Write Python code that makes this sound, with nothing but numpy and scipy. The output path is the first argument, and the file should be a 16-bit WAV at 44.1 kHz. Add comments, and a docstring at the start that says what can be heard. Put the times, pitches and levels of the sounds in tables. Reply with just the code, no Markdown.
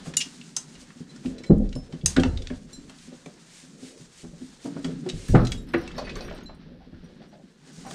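"""Harnessing a draft horse in a wooden stall.

Hooves and flanks thump the boards, which ring with the wall and its frame. Snaps and buckles click,
hoof, hame and wood knock, steel rings clink in their own modes. Straw and leather rustle in tiny cracks
over the low drone of the barn. The boards reflect the blows to a small microphone fixed to the wall."""
import sys
import numpy as np
from scipy import signal
from scipy.fft import rfft, irfft
from scipy.io import wavfile
from scipy.ndimage import uniform_filter1d

SR = 44100
rng = np.random.default_rng(int(sys.argv[2]) if len(sys.argv) > 2 else 0)


def generate_wav(signal):
    """Clip the signal to [-1, 1] and save it as 16-bit WAV at the path in sys.argv[1]."""
    frames = np.transpose(np.atleast_2d(signal))
    scaled = np.clip(frames, -1, 1) * 32767
    pcm = np.round(scaled).astype(np.int16)
    wavfile.write(sys.argv[1], SR, pcm)


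N = 350154


def undb(db):
    return 10 ** (np.asarray(db) / 20)


def unit(x):
    return x / np.sqrt(np.mean(x ** 2))


def peak(x, db):
    return x * undb(db) / np.max(np.abs(x))


def add(out, start_s, x):
    i = int(start_s * SR)
    out[i:i + len(x)] += x[:N - i]


def colour(x, points):
    """Filter by (Hz, dB) points."""
    hz, db = np.transpose(points)
    bin_hz = np.maximum(np.fft.rfftfreq(len(x), 1 / SR), 1)
    gain = undb(np.interp(np.log(bin_hz), np.log(hz), db))
    return irfft(rfft(x) * gain, len(x))


def band(x, lo_hz, hi_hz):
    sos = signal.butter(2, [lo_hz, min(hi_hz, .45 * SR)], "band", fs=SR, output="sos")
    return signal.sosfilt(sos, x)


def fade(t, t60):
    return np.exp(-np.log(1000) * t / max(t60, .004))


def rise(t, rise_s):
    return 1 - fade(t, rise_s)


def ring(t, modes, spread_db, detune):
    """Damped modes; each blow lands elsewhere and weights them anew."""
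    draws = rng.standard_normal((len(modes), 2))
    return sum(undb(db + spread_db * a) * fade(t, t60) * np.sin(2 * np.pi * hz * (1 + detune * b) * t)
               for (hz, db, t60), (a, b) in zip(modes, draws))


def strike(t, modes, tilt_db_per_oct, spread_db):
    """Struck steel; the tilt stands for hardness of touch, which lifts the upper modes."""
    tilted = [(hz, db + tilt_db_per_oct * np.log2(hz / modes[0][0]), t60) for hz, db, t60 in modes]
    return ring(t, tilted, spread_db, detune=.004)


def cracks(events, clank_db, hold_ms):
    """Hard contacts: band noise plus three clank modes. A longer hold also builds more slowly."""
    out, t = np.zeros(N), np.arange(SR // 7) / SR
    hold_s = hold_ms / 1000
    for s, db, hz, t60, octaves in events:
        ratio = 2 ** np.clip(octaves, .2, 2.5)
        noise = band(rng.standard_normal(len(t)), hz / ratio, hz * ratio)
        noise = unit(band(noise, 60, 2 * hz * ratio))
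        modes = [(hz, 0, 2.6 * t60), (1.37 * hz, -5, t60), (.89 * hz, -6, t60)]
        clank = undb(clank_db) * ring(t, modes, spread_db=.47, detune=.011)
        envelope = rise(t, 1.6 * hold_s) ** 2 * fade(np.maximum(t - hold_s, 0), t60)
        add(out, s, peak((noise + clank) * envelope, db))
    return out


def flicker(rate_hz, depth_db):
    """Randomly wandering gain."""
    step = int(SR / rate_hz)
    stairs = np.repeat(rng.standard_normal(N // step + 1), step)[:N]
    return undb(depth_db * uniform_filter1d(stairs, step))


def grainy(scatter_db):
    """Noise with scattered stronger grains."""
    return rng.standard_normal(N) * undb(scatter_db * np.minimum(rng.exponential(size=N), 5))


def gain_curves(table):
    times_s, *columns_db = np.transpose(table)
    return [undb(np.interp(np.arange(N) / SR, times_s, db)) for db in columns_db]


def lift(gain, hits, offset_db, t60, rise_s):
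    """Add a decaying swell to a gain curve, in power, after each (s, dB) hit."""
    t, power = np.arange(N) / SR, gain ** 2
    for s, db in hits:
        age_s = np.maximum(t - s, 0)
        power += (undb(db + offset_db) * rise(age_s, rise_s) * fade(age_s, t60)) ** 2
    return np.sqrt(power)


def hiss():
    """Faint, even hiss."""
    spectrum = [(3000, -13), (6500, -7.5), (9000, -2.5), (13000, -7), (15500, -20.5)]
    return undb(-87.5) * unit(colour(rng.standard_normal(N), spectrum))


# weight shifts: (time [s], drone [dB], rumble [dB], shuffle [dB])
SHIFT_LEVELS = [(0, -47, -53, -50), (.25, -50.5, -70, -63), (.9, -53.5, -72, -65.5),
                (1.4, -50.5, -65, -55.5), (2, -54, -55, -58.5), (2.8, -51.5, -56, -62),
                (3.4, -55.5, -77, -66), (4.1, -57, -69, -62.5), (4.6, -55, -66, -63.5),
                (4.9, -42, -76, -61), (5.2, -47.5, -62, -55.5), (5.75, -43.5, -45.5, -51.5),
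                (6.25, -44.5, -44.5, -49.5), (6.6, -52, -53.5, -64), (7.1, -51, -63.5, -60.5),
                (7.45, -54.5, -75, -66.5), (7.75, -50.5, -73, -71), (7.94, -40, -67, -55)]
# stall resonances, shuffling feet: (frequency [Hz], level [dB])
DRONE_SPECTRUM = [(53, -50.5), (90, -38), (139, 1), (161, 4.5), (194, 1), (225, 1.5), (243, 3), (258, 1),
                  (286, -2), (334, -10.5), (400, -10), (520, -37), (880, -120)]
SHUFFLE_SPECTRUM = [(250, -15), (340, 11.5), (550, 6.5), (1000, -26), (1400, -50)]


def shifting():
    """The stall hums in its low resonances, the frame rumbles, feet shuffle; all swell after thumps."""
    drone, rumble, shuffle = gain_curves(SHIFT_LEVELS)
    heavy = [(s, db) for s, db, *_ in THUMPS if db > -26]
    booms = [(s, db + boom_db) for s, db, _, _, boom_db, _ in THUMPS]
    drone = lift(drone, heavy, offset_db=-32.5, t60=.89, rise_s=.1)
    rumble = lift(rumble, booms, offset_db=-8.5, t60=.87, rise_s=.091)
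    shuffle = lift(shuffle, heavy, offset_db=-27, t60=.41, rise_s=.08)
    noise = rng.standard_normal((3, N))
    return (drone * flicker(12, 3.85) * unit(colour(noise[0], DRONE_SPECTRUM))
            + rumble * flicker(6, 1.8) * unit(band(band(noise[1], 15, 93.4), 5.1, 80))
            + shuffle * flicker(15, 6.2) * unit(colour(noise[2], SHUFFLE_SPECTRUM)))


# straw and leather: (time [s], body [dB], crisp top [dB])
RUSTLE_LEVELS = [(0, -53, -57.5), (.5, -64.5, -56), (1.35, -58.5, -61.5), (1.55, -64, -70),
                 (1.95, -62, -61.5), (2.6, -62.5, -60.5), (3.1, -61.5, -58), (4, -65, -56.5),
                 (4.5, -61.5, -60.5), (4.85, -56.5, -55), (5.3, -57, -64), (5.57, -72, -58),
                 (5.7, -55, -77), (6, -51.5, -66), (6.2, -49.5, -83), (6.6, -65, -95), (7.1, -59.5, -77.5),
                 (7.6, -67.5, -68), (7.67, -63.5, -58), (7.94, -54.5, -48)]
# their two layers: (frequency [Hz], level [dB])
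BODY_SPECTRUM = [(500, -20), (750, -9.5), (1070, -12), (1700, -8.5), (2300, -14.5), (4200, -13.5),
                 (5700, -21), (7000, -38.5), (10000, -55)]
CRISP_SPECTRUM = [(2650, -10), (4500, -7), (6770, -6), (8820, -10), (10400, -20), (11400, -35.5),
                  (13500, -29.5), (15500, -45.5)]


def rustle():
    """Dense tiny cracks of dry straw and leather; straps settle after loud knocks and ticks."""
    body, crisp = gain_curves(RUSTLE_LEVELS)
    loud_knocks = [(s, db) for s, db, *_ in KNOCKS if db > -30]
    loud_ticks = [(s, db) for s, db, *_ in TICKS if db > -14]
    body = lift(body, loud_knocks, offset_db=-33, t60=.87, rise_s=.03)
    crisp = lift(crisp, loud_ticks, offset_db=-45, t60=1.24, rise_s=.03)
    return (body * flicker(25, 2.9) * unit(colour(grainy(3.52), BODY_SPECTRUM))
            + crisp * flicker(41, 2.1) * unit(colour(grainy(2.94), CRISP_SPECTRUM)))


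# steps in straw: (time [s], level [dB], half length [s])
SWISHES = [(0.075, -46.5, 0.029), (0.82, -54.5, 0.031), (1.271, -53.5, 0.047), (3.032, -55, 0.053),
           (3.575, -51.5, 0.089), (3.867, -50, 0.062), (4.015, -55.5, 0.012), (4.201, -51.5, 0.051),
           (4.444, -57.5, 0.061), (4.66, -53, 0.046), (5.194, -49.5, 0.065), (5.312, -46.5, 0.061)]


def swishes():
    """Steps brush through straw in soft, broadband swells."""
    t = np.arange(N) / SR
    envelope = sum(undb(db) * np.exp(-((t - s) / half_s) ** 2) for s, db, half_s in SWISHES)
    spectrum = [(900, -17), (2000, -3.5), (4000, -3), (7000, -3), (9000, -4.5), (11000, -20),
                (15000, -36.5)]
    return envelope * unit(colour(grainy(2.1), spectrum))


# steel pieces: (frequency [Hz], level [dB], t60 [s])
BIG_RING_MODES = [(4045, 0, .2), (5539, -12, .25), (5865, -16, .12), (7296, -5, .1), (7470, -5, .25),
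                  (8185, -8, .12), (9604, -11, .09), (10580, -16, .1), (11480, -20, .08), (13160, -20, .15)]
HOOK_MODES = [(5313, 0, .3), (7106, -14, .1), (9351, -5, .14), (13300, -16, .1), (14700, -14, .12)]
LOOP_MODES = [(3800, -1, 0.15), (5313, -16, .19), (7400, -11, 0.2), (8005, -8, 0.093), (9400, -20, .2),
              (10230, -13, 0.16), (12900, -22, .2), (14300, -22, .2)]
LINK_MODES = [(5730, 0, .14), (8670, -3, .08), (10100, -9, .07), (12400, -5, .08), (12720, -4, .08),
              (14460, -5, .07)]
BUCKLE_MODES = [(2514, -6.5, .12), (4510, -2, .11), (6260, -14, .08), (9300, -13, 0.088)]
SNAP_MODES = [(2850, -2, .14), (5400, -2, .06), (6200, -5, .06), (7000, -2, .045), (9400, -3, .04),
              (10600, -6, .09)]
# blows on the big ring: (time [s], level [dB], tilt [dB/octave])
BIG_RING_HITS = [(1.0934, -49, -11), (1.4628, -49, 0), (2.2907, -55, -12), (2.7298, -38, 4),
                 (5.2505, -50, -8), (5.449, -44, -12), (6.1294, -55, -1), (6.458, -39, -17)]
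# blows on the other pieces: (time [s], level [dB])
HOOK_HITS = [(1.7574, -43), (5.8232, -56)]
LOOP_HITS = [(5.574, -40), (5.8324, -51)]
LINK_HITS = [(5.3014, -40), (5.7783, -49), (5.8147, -55), (5.9828, -51), (6.2267, -53), (6.2444, -50),
             (6.2694, -56), (6.345, -48.5), (7.0409, -60), (7.2863, -63), (7.7315, -53), (7.8644, -46)]
BUCKLE_HITS = [(5.9787, -34), (6.0466, -36), (6.099, -39), (6.166, -39), (6.2083, -37)]
SNAP_HITS = [(.1685, -27), (.204, -30), (.5682, -46), (2.0587, -36)]


def clinks():
    """Steel pieces ring clean; the big ring is struck in different places."""
    out, t = np.zeros(N), np.arange(SR // 4) / SR
    pieces = [(HOOK_MODES, HOOK_HITS, -1.5), (LOOP_MODES, LOOP_HITS, -1.4), (LINK_MODES, LINK_HITS, 1.5),
              (BUCKLE_MODES, BUCKLE_HITS, -1.8), (SNAP_MODES, SNAP_HITS, 1.2)]
    blows = [(BIG_RING_MODES, *hit) for hit in BIG_RING_HITS]
    for modes, hits, tilt_db_per_oct in pieces:
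        blows += [(modes, s, db, tilt_db_per_oct) for s, db in hits]
    for modes, s, db, tilt_db_per_oct in blows:
        add(out, s, undb(db) * strike(t, modes, tilt_db_per_oct, spread_db=2.5) * rise(t, .012))
    return out


def jingle(start_s=5.4, end_s=6.55, touches=45):
    """Chain links of several sizes touch at random, damped by leather, each with a bright scratch."""
    out, t = np.zeros(N), np.arange(SR // 10) / SR
    for when, pitch, force in rng.random((touches, 3)):
        link = strike(t * (.85 + .3 * pitch), LINK_MODES, tilt_db_per_oct=4, spread_db=6)
        link = link * fade(t, .2) * rise(t, .004)
        scratch = band(rng.standard_normal(len(t)), 11140, 13000) * fade(t, .062)
        add(out, start_s + when * (end_s - start_s), undb(-72.5 + 18.7 * force) * (link + 7.7 * scratch))
    return out


def rattle(start_s=5.86, end_s=6.42, count=70):
    """Straps and buckles rattle as the horse turns: small random cracks, a few strong."""
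    events = [(start_s + when * (end_s - start_s), -48 + 10 * force ** 2, 900 * 2 ** (2.5 * pitch), .03, .6)
              for when, force, pitch in rng.random((count, 3))]
    return cracks(events, clank_db=1.4, hold_ms=2.5)


# scrapes: (time [s], level [dB], centre [Hz], t60 [s], half width [octaves])
SCRAPES = [(.199, -18.5, 2890, 0.038, 0.3), (.203, -18, 5350, 0.024, 0.36), (6.8, -51.5, 762, 0.16, 0.25),
           (6.93, -55, 1676, 0.21, .3), (7.385, -52, 557, .06, .35), (7.2, -48, 563, 0.087, 0.49),
           (7.325, -46, 613, 0.11, 0.22)]


def scrapes():
    """Metal and wood scrape in short, drawn-out contacts."""
    return cracks(SCRAPES, clank_db=2.9, hold_ms=19.8)


# harness ticks: (time [s], level [dB], centre [Hz], t60 [s], half width [octaves])
TICKS = [(.137, -28, 2480, 0.051, 1.2), (.168, -1.5, 7000, 0.022, 0.66), (0.4123, -31, 2770, 0.035, 0.73),
         (0.5643, -9.5, 6326, 0.028, 0.45), (.7513, -37, 2860, 0.09, 1.2),
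         (1.1604, -37.5, 5400, .036, 0.47), (1.2577, -33.5, 2830, 0.035, 0.74),
         (1.3815, -35, 3940, 0.088, .93), (1.4338, -36.5, 5490, 0.11, 0.48),
         (1.4633, -40.5, 3920, .045, 1.2), (1.5809, -41, 7200, 0.027, 1.6),
         (1.69, -40.5, 4870, 0.031, 0.49), (1.7268, -32, 2830, 0.036, 1.1),
         (1.7524, -32.5, 5340, 0.026, 0.76), (1.9233, -37, 3070, 0.062, 0.75),
         (2.0113, -38, 3400, .045, 0.31), (2.0588, 0, 6326, 0.015, 0.66), (2.1648, -15.5, 3820, 0.019, 0.7),
         (2.196, -21.5, 3155, 0.068, 1.3), (2.2337, -15, 2720, 0.009, 0.8),
         (2.3726, -25.5, 3680, 0.023, 0.53), (2.4192, -30.5, 3440, .037, .94),
         (2.4545, -48, 3300, .024, 0.78), (2.4708, -21, 3475, 0.009, 0.61), (2.7298, -39, 4100, .066, 2),
         (2.8946, -34, 3100, 0.061, 1.6), (2.9852, -41, 3880, 0.059, 0.86), (3.2589, -32, 2380, .034, 1.7),
         (4.6415, -38, 5910, .045, 1.2), (4.8442, -23, 3380, .045, 1.03), (5.062, -42, 3400, 0.033, 1.2),
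         (5.0884, -24, 3880, 0.046, 0.93), (5.097, -20.5, 3800, .03, 0.74), (5.283, -28, 9900, 0.05, 1.3),
         (5.352, -32, 2240, 0.063, 1.7), (5.4487, -28, 4020, .079, 1.1), (5.469, -22, 3860, .04, 0.82),
         (5.518, -15.5, 3396, 0.042, 1.2), (5.7335, -34.5, 2730, 0.029, 3.3),
         (5.8755, -27.5, 2630, 0.028, 1.3), (5.9136, -37, 3370, 0.038, .47),
         (5.9796, -26.5, 4380, 0.17, 0.38), (6.0934, -27, 2560, 0.075, 0.85),
         (6.154, -28.5, 4400, .041, 0.65), (6.2064, -26, 4080, 0.04, 0.33),
         (6.3097, -45, 2770, 0.036, 0.45), (6.427, -50, 2800, .049, 0.68), (6.5476, -50, 9000, 0.028, 1.2),
         (7.909, -25.5, 3470, 0.017, 1.9)]


def ticks():
    """Snaps, buckles and straps click on brief contact."""
    return cracks(TICKS, clank_db=2.8, hold_ms=2.58)


# hard knocks: (time [s], level [dB], centre [Hz], t60 [s], half width [octaves])
KNOCKS = [(.057, -39, 770, 0.13, .99), (0.567, -33, 1350, .039, .99), (0.902, -39.5, 1670, 0.03, .99),
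          (1.16, -44, 1410, 0.031, 0.45), (1.246, -38.5, 650, .044, .99), (1.436, -35, 2220, 0.082, 1),
          (1.505, -26.5, 564, 0.081, 0.81), (1.759, -38.5, 570, 0.039, .99), (1.924, -45, 810, 0.11, .99),
          (2.059, -31, 1520, 0.021, 0.9), (2.162, -16, 1644, 0.057, 0.63), (2.233, -21.5, 885, 0.046, 0.88),
          (2.499, -32.5, 1685, 0.051, 0.68), (2.899, -45, 900, 0.04, 0.71), (3.26, -36, 558, 0.03, .99),
          (4.244, -45, 730, 0.036, .99), (4.656, -33.5, 688, 0.072, .99), (4.765, -32.5, 635, .054, .99),
          (4.844, -29.5, 1320, 0.078, 0.94), (5.061, -36, 707, 0.071, 0.86),
          (5.283, -34.5, 1710, 0.1, 0.87), (5.346, -12.5, 746, .092, 1), (5.352, -19, 1820, 0.024, 0.29),
          (5.388, -25, 1293, 0.28, 0.31), (5.518, -43, 1340, .07, .9), (5.736, -16, 1643, 0.041, 0.56),
          (5.98, -25.5, 590, 0.11, .99), (6.072, -32, 2030, 0.06, 0.46), (6.157, -31.5, 1165, .063, 0.97),
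          (6.206, -35.5, 695, 0.085, 0.5), (6.285, -34, 1716, 0.14, .65), (6.308, -35, 620, .088, 0.82),
          (6.493, -35.5, 860, 0.059, .99), (7.849, -39.5, 810, 0.18, 0.18), (7.865, -35, 764, 0.073, 1),
          (7.909, -33, 825, 0.029, .99)]


def knocks(heavy_db=-21):
    """Hoof, hame and wood knock; heavy blows stay in contact longer."""
    light = [row for row in KNOCKS if row[1] < heavy_db]
    heavy = [row for row in KNOCKS if row[1] >= heavy_db]
    return cracks(light, clank_db=1.5, hold_ms=4.5) + cracks(heavy, clank_db=.93, hold_ms=8.1)


# board wall, upper boards, frame: (frequency [Hz], level [dB], t60 [s])
WALL_MODES = [(125, -11, 0.28), (169.5, -2.5, 0.37), (194.8, -4, 0.28), (251.8, 3, 0.24),
              (326.1, -1.5, 0.18), (410.6, -2, 0.14)]
UPPER_MODES = [(485, 1, 0.13), (569.6, 0.5, 0.096), (689, -7, 0.089), (774.4, -12, 0.15), (890, -12, 0.045)]
FRAME_MODES = [(31.7, 4.5, 0.26), (43.44, 4.5, 0.35), (55.5, -6.5, 0.36), (72.6, -2, 0.17), (91.2, 1, 0.32)]
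# thumps: (time [s], level [dB], board [Hz], upper boards [relative dB], boom [relative dB], t60 [s])
THUMPS = [(0.018, -36.5, 193, -14, -22, 0.15), (.075, -26.5, 170, -31, -25, .079),
          (.265, -33.5, 240, -30, -34, 0.11), (.35, -45, 247, -16, -31, 0.31),
          (.755, -48.5, 201, -10, -1, .12), (.822, -41.5, 243, -10, -28, 0.077),
          (.897, -45, 196, -17, -29, 0.17), (0.964, -38.5, 247, -24, -44, 0.072),
          (1.009, -29, 241, -29, -41, 0.073), (1.254, -18.5, 256, -26, -18, 0.2),
          (1.399, -34, 240, -15, -27, .18), (1.502, -4, 201, -12.5, -11, 0.14),
          (1.597, -17, 251.6, -14, -5, 0.1), (1.757, -23.5, 138.3, -11, -17, 0.16),
          (1.934, -25.5, 163.6, -26, -25, 0.13), (2.04, -20.5, 153, -27, -5.5, 0.049),
          (2.168, -14, 254, -10.5, -7, 0.12), (2.179, -5, 253.6, -14, -17, .16),
          (2.244, -14.5, 249.7, -24, -17, 0.22), (2.255, -31.5, 129, -32, 13, 0.15),
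          (2.32, -31, 130, -28, 8, 0.11), (2.506, -21, 249.3, -14, -12, .15),
          (2.781, -33, 266.5, -30, -22, 0.21), (3.078, -35.5, 242, -25, -36, 0.12),
          (3.121, -34, 252, -9, -37, .18), (3.266, -33.5, 263, -15, -43, 0.089),
          (3.632, -41, 260, -17, -31, .2), (3.826, -31, 265, -15.5, -42, 0.2),
          (3.996, -40.5, 131, -22, -19, 0.3), (4.235, -32.5, 248, -15, -12.5, 0.33),
          (4.332, -36.5, 161, -11, -29, 0.11), (4.415, -29, 262, -22, -31, 0.16),
          (4.651, -24, 272, -9, -48, 0.25), (4.762, -25.5, 275, -27, -26, 0.11),
          (4.847, -19.5, 273.6, -20, -21, 0.34), (4.87, -26, 165, -36, -33, 0.55),
          (5.063, -24.5, 364, -13.5, -34, 0.18), (5.133, -28.5, 167, -16, -1.5, .18),
          (5.294, -17.5, 141, -26, 3.5, 0.1), (5.338, -2.5, 128.6, -15.5, -21, 0.25),
          (5.42, -15, 127.5, -11, -8, .23), (5.541, -27, 105, -32, -12, 0.11),
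          (5.741, -14, 330, -5, -24, 0.18), (5.912, -44, 356, -9, 3, .18),
          (5.958, -34.5, 200, -8, -32, .21), (6.02, -33, 220, -23, -18, 0.15),
          (6.142, -36.5, 166, -10.5, 1, .17), (6.311, -33, 193, -10, -10, .17),
          (6.743, -43.5, 185, -5.5, -15, 0.16), (6.77, -42, 166, -24.5, -11, 0.081),
          (6.867, -39.5, 198, -13.5, -17, .15), (6.926, -35.5, 177, -16, -6, 0.23),
          (7.03, -36, 169.6, -14.5, -15, .15), (7.21, -42, 196, -10.5, -18, 0.17),
          (7.432, -39.5, 198, -21, -30, .16), (7.626, -46, 182, -18, -33, .18),
          (7.78, -35.5, 180, -17, -16, 0.09), (7.879, -35.5, 193, -16, -22, 0.12)]


def thumps(rise_s=.02994, wall_t60=.37):
    """A soft, heavy push of hoof or flank swells in the struck board and wall; the frame booms late."""
    out, t = np.zeros(N), np.arange(SR // 2) / SR
    swell = rise(t, rise_s) ** 2
    for s, db, board_hz, upper_db, boom_db, t60 in THUMPS:
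        wall = [(hz, mode_db, mode_t60 * t60 / wall_t60) for hz, mode_db, mode_t60 in WALL_MODES]
        board = ring(t, [(board_hz, 4, t60)] + wall, spread_db=2.9, detune=.02) * swell
        upper = ring(t, UPPER_MODES, spread_db=1.95, detune=.033) * swell
        boom = ring(t, FRAME_MODES, spread_db=5.1, detune=.04) * rise(t, .061) ** 2
        add(out, s - rise_s / 6, peak(board, db) + peak(upper, db + upper_db) + peak(boom, db + boom_db))
    return out


def stall(x, wet_db, low_t60, high_t60):
    """Dense reflections off the boards; the treble dies first."""
    t = np.arange(SR // 2) / SR
    noise = rng.standard_normal((2, len(t)))
    low = 1.22 * band(noise[0], 28, 1000) * fade(t, low_t60)
    high = band(noise[1], 1100, 16000) * fade(t, high_t60)
    tail = (low + high) * rise(t, .0077)
    return x + undb(wet_db) * signal.fftconvolve(x, tail / np.sqrt(np.sum(tail ** 2)))[:N]


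# microphone response to harness and knocks: (frequency [Hz], gain [dB])
MIC_RESPONSE = [(20, 10), (8500, -4.5), (10500, -9), (12000, -19.5), (16000, -8)]


def scene():
    """Mono mix of thumps, harness sounds and background."""
    contacts = ticks() + scrapes() + rattle() + jingle() + knocks()
    near = stall(contacts, wet_db=-7, low_t60=.33, high_t60=.17)
    near += stall(clinks(), wet_db=-10.5, low_t60=.2, high_t60=.1264)
    background = rustle() + swishes() + shifting() + hiss()
    boards = stall(thumps(), wet_db=-10, low_t60=.42, high_t60=.25)
    return (boards + colour(near, MIC_RESPONSE) + background)[None]


def record(dry, cutoff_hz=15400):
    """A steep low-pass cuts the top."""
    return signal.sosfilt(signal.ellip(8, .2, 70, cutoff_hz, fs=SR, output="sos"), dry)


dry = scene()
out = record(dry)
generate_wav(out)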